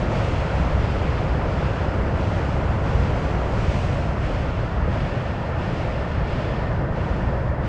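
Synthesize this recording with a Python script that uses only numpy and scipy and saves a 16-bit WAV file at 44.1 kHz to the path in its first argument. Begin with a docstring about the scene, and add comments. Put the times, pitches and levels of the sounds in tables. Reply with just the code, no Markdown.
"""Heavy surf on rocks

Breakers rumble as clouds of trapped air pulse under them. White water roars in and surges
into a gully, whose hollow rings. Foam bursts in a hiss and spray patters on stone:
the smaller the bubbles, the higher they ring. The treble pulses evenly and a low hum wavers.
All of it is heard from the rocks above, through one small microphone."""
import sys
import numpy as np
from scipy import signal
from scipy.fft import rfft, irfft, next_fast_len
from scipy.io import wavfile
from scipy.ndimage import uniform_filter1d, map_coordinates

SR = 44100
rng = np.random.default_rng(int(sys.argv[2]) if len(sys.argv) > 2 else 0)


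def file_out(sig):
    """Save sig as 16-bit WAV at sys.argv[1]."""
    # one column per channel
    cols = np.atleast_2d(sig).T
    # limit, then scale
    lim = np.clip(cols, -1, 1)
    pcm = np.round(lim * 32767).astype(np.int16)
    wavfile.write(sys.argv[1], SR, pcm)


N = 338688

# The surf eases behind the rocks, then gathers again: (time [s], rumble [dB], white water [dB])
SURF_LEVELS = [(0, -23, -28.5), (1.3, -24, -29.5), (3.0, -23, -29), (4.4, -23, -31), (5.2, -26, -31),
               (6.3, -24.5, -31), (7.2, -22.5, -31), (7.68, -24, -32.5)]
# The low rumble swells briefly: (time [s], boost to the rumble [dB])
RUMBLE_SWELLS = [(.68, 2), (2.15, 2), (3.0, 3.5), (3.87, 2), (4.97, 3.5), (5.65, 2.5), (6.68, 1)]
# The foam thins out, its fine spray first: (time [s], hiss [dB], spray [dB], pulse depth [dB])
FOAM_LEVELS = [(.15, -39, -53.3, 3), (1.4, -41.5, -58, 1.5), (2.4, -41.5, -56, 5), (3.3, -41.5, -55.5, 2.5),
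               (4.7, -42, -59, 5.5), (5.9, -42, -59, 3.5), (6.45, -41, -60, 4), (6.85, -45.5, -62, 6.5),
               (7.68, -44.5, -61, 9)]
# The tone of the bubbles, from biggest to smallest: (frequency [Hz], relative level [dB])
RUMBLE_SPECTRUM = [(6, -36.5), (19, -7.5), (35, -4.5), (55, 1.5), (80, 1.5), (125, -1), (155, -3),
                   (185, -7), (215, -10.5), (270, -25), (600, -84)]
CHURN_SPECTRUM = [(130, -19), (215, -1.5), (260, 2), (340, 1), (400, -1), (470, -2.5), (620, -27),
                  (1200, -84.5)]
ROAR_SPECTRUM = [(300, -24.5), (450, -5), (540, -1), (620, -2), (720, -4.5), (800, -6.5), (950, -5.5),
                 (1100, -8.5), (1400, -8.5), (1620, -12), (1880, -13), (2150, -20), (3000, -43.5),
                 (7000, -91.5)]
HISS_SPECTRUM = [(1400, -24.5), (1900, -3), (2100, 0.5), (2780, -0.5), (2950, -3), (3400, -5.5),
                 (3740, -9.5), (4000, -10), (5150, -13), (5650, -22.5), (7500, -34.5), (13000, -88)]
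SPRAY_SPECTRUM = [(3000, -15.5), (4600, -5), (5700, 0), (7200, -4.5), (8200, -9), (9200, -16.5),
                  (10200, -22.5), (11000, -34), (12000, -52.5), (15000, -77.5)]
# The pitches at which the gully rings: (frequency [Hz], width [Hz], relative level [dB])
GULLY_RESONANCES = [(585, 87, 0), (1797, 110, -7.5)]
# The hum swells and fades: (time [s], level [dB])
HUM_LEVELS = [(0, -42), (.6, -27.5), (1.9, -35.5), (3.2, -31), (4.3, -28), (4.9, -42), (7.6, -35)]
# The microphone's opening weakens narrow bands: (frequency [Hz], width [Hz], gain [dB])
MIC_DIPS = [(590, 47, -1), (1786, 74, -1), (3750, 130, -2)]
# The microphone's own noise: (frequency [Hz], relative level [dB])
MIC_NOISE_SPECTRUM = [(1000, 17), (10000, 7), (11600, -8), (12500, 1.5), (14000, 3.5), (15000, -3),
                      (15700, -2.5)]
# The faint whine of the electronics: (frequency [Hz], level [dB])
WHINE_TONES = [(13518, -91), (15704, -96), (15734, -95)]

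PULSE_START_S, PULSE_PERIOD_S = .085, .683
PULSE_RISE_S, PULSE_HOLD_S, PULSE_FALL_S = .063, .15, .47
HUM_HZ, TOP_HZ = 60.75, 15750


def breakers():
    """Great clouds of trapped air pulse under the surf, making a low rumble that swells briefly."""
    rumble_db, _ = curves(SURF_LEVELS)
    swell_db = sum(db * swell(time_s, width_s=.097) for time_s, db in RUMBLE_SWELLS)
    return amp(rumble_db + swell_db) * coloured(rng.standard_normal(N), RUMBLE_SPECTRUM)


def white_water():
    """Large pockets of air churn at the wave's front; smaller ones roar and gurgle on the rocks."""
    _, water_db = curves(SURF_LEVELS)
    churn = coloured(rng.standard_normal(N), CHURN_SPECTRUM)
    gurgle = bubbles(per_second=500, centre_hz=949, octaves=1.09, cycles=3.6, scatter_db=0)
    roar = coloured(rush(patchy_db=.5, frames=18) + amp(-16) * gurgle, ROAR_SPECTRUM)
    churn_db = -3.5 + .8 * wobble(4)
    roar_db = .3 * wobble(3.2)
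    return amp(water_db) * (amp(churn_db) * churn + amp(roar_db) * roar)


def gully():
    """Water surges into a gap in the rocks, and the hollow rings with the churning."""
    def hollow(hz):
        return sum(amp(db) * peak(hz, centre, width) for centre, width, db in GULLY_RESONANCES)
    ringing = unit(filtered(rng.standard_normal(N), hollow))
    return amp(-39.5) * swell(middle_s=6.34, width_s=1.5) * ringing


def foam():
    """Foam bursts in a hiss; fine spray patters back on the stone."""
    hiss_db, spray_db, pulse_depth_db = curves(FOAM_LEVELS)
    fizz = bubbles(per_second=900, centre_hz=3340, octaves=.8, cycles=3, scatter_db=2)
    hiss = coloured(rush(patchy_db=.5, frames=14) + amp(-16.5) * fizz, HISS_SPECTRUM)
    patter = bubbles(per_second=650, centre_hz=7200, octaves=.66, cycles=1.5, scatter_db=4.5)
    spray = coloured(rush(patchy_db=.7, frames=14) + amp(-16.5) * patter, SPRAY_SPECTRUM)
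    splash = swell(middle_s=3.85, width_s=.19)  # the wave hits the outer rocks
    treble = amp(hiss_db + 2 * splash) * hiss + amp(spray_db + 5 * splash) * spray
    flicker_db = .34 * wobble(14)
    return amp(flicker_db - pulse_depth_db * treble_sag()) * treble


def treble_sag():
    """How far the treble has sunk, 0 to 1: in each pulse it returns quickly, holds, then sags."""
    age = (np.arange(N) / SR - PULSE_START_S) % PULSE_PERIOD_S
    returning = np.clip(1 - age / PULSE_RISE_S, 0, 1)
    sinking = np.clip((age - PULSE_RISE_S - PULSE_HOLD_S) / PULSE_FALL_S, 0, 1)
    return returning + sinking


def rush(patchy_db, frames):
    """Countless bubbles blur into noise; clouds of them make louder patches in time and pitch."""
    noise_grid = signal.stft(rng.standard_normal(N), nperseg=512)[2]
    patches = uniform_filter1d(rng.standard_normal(noise_grid.shape), 5, axis=0)  # smooth over pitch
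    patches = uniform_filter1d(patches, frames, axis=1)  # smooth over time
    return unit(signal.istft(noise_grid * amp(patchy_db * unit(patches)), nperseg=512)[1][:N])


def bubbles(per_second, centre_hz, octaves, cycles, scatter_db):
    """Each bubble rings briefly, rising in pitch as it nears the surface."""
    draws = rng.random((int(per_second * N / SR), 4))
    start, pitch, loudness, phase = draws.T[:, :, None]
    hz = centre_hz * 2 ** (octaves * (2 * pitch - 1))
    samples = np.arange(SR // 64)
    age = hz * samples / SR / cycles  # reaches 1 after about `cycles` vibrations
    envelope = np.exp(-age) * (1 - np.exp(-10 * age))
    turns = cycles * age * (1 + .15 * np.tanh(age / 2))
    ring = envelope * np.sin(2 * np.pi * (turns + phase))
    strength = amp(scatter_db * np.minimum(-np.log(1 - loudness), 4))
    positions = (start * N).astype(int) + samples
    return unit(np.bincount(positions.ravel(), (strength * ring).ravel(), N)[:N])  # add them all up


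def hum():
    """A low tone that wavers in strength and pitch."""
    hum_db, = curves(HUM_LEVELS)
    phase = 2 * np.pi * np.cumsum(HUM_HZ + .883 * wobble(5)) / SR
    return amp(hum_db + 1.3 * wobble(8)) * np.sqrt(2) * np.sin(phase)


def amp(db):
    """Turn decibels into a number to multiply by."""
    return 10 ** (np.asarray(db) / 20)


def unit(x):
    """Scale x to an average strength (rms) of 1."""
    return x / np.sqrt(np.mean(x ** 2) + 1e-20)


def curves(rows):
    """Join a table's points with straight lines, one curve for each column after the time."""
    times, *columns = np.transpose(rows)
    return [np.interp(np.arange(N) / SR, times, column) for column in columns]


def swell(middle_s, width_s):
    """A smooth rise and fall of height 1."""
    return np.exp(-.5 * ((np.arange(N) / SR - middle_s) / width_s) ** 2)


def wobble(rate):
    """A smooth curve through `rate` random points a second."""
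    return map_coordinates(rng.standard_normal(int(N * rate / SR) + 4), [np.arange(N) * rate / SR])


def peak(hz, centre, width):
    """A bump of height 1 around one frequency."""
    return 1 / (1 + (2 * (hz - centre) / width) ** 2)


def filtered(x, response):
    """Multiply each frequency in x by response(hz)."""
    size = next_fast_len(N + SR // 2)
    return irfft(rfft(x, size) * response(np.fft.rfftfreq(size, 1 / SR)), size)[:N]


def coloured(x, spectrum):
    """Shape the tone of x with a spectrum table, then scale it to strength 1."""
    points_hz, db = np.transpose(spectrum)
    return unit(filtered(x, lambda hz: amp(np.interp(np.log(hz + 1), np.log(points_hz + 1), db))))


def scene():
    """The whole shore, in one channel."""
    return (breakers() + white_water() + gully() + foam() + hum())[None]


def record(dry):
    """The microphone and its electronics colour the sound, add noise and whine, and cut the top."""
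    def opening(hz):
        return amp(sum(db * peak(hz, centre, width) for centre, width, db in MIC_DIPS))
    noise = amp(-82) * coloured(rng.standard_normal(N), MIC_NOISE_SPECTRUM)
    t = np.arange(N) / SR
    whine = sum(amp(db) * np.sqrt(2) * np.sin(2 * np.pi * hz * t) for hz, db in WHINE_TONES)
    return filtered(filtered(dry[0], opening) + noise + whine, lambda hz: hz < TOP_HZ)[None]


dry = scene()
out = record(dry)
file_out(out)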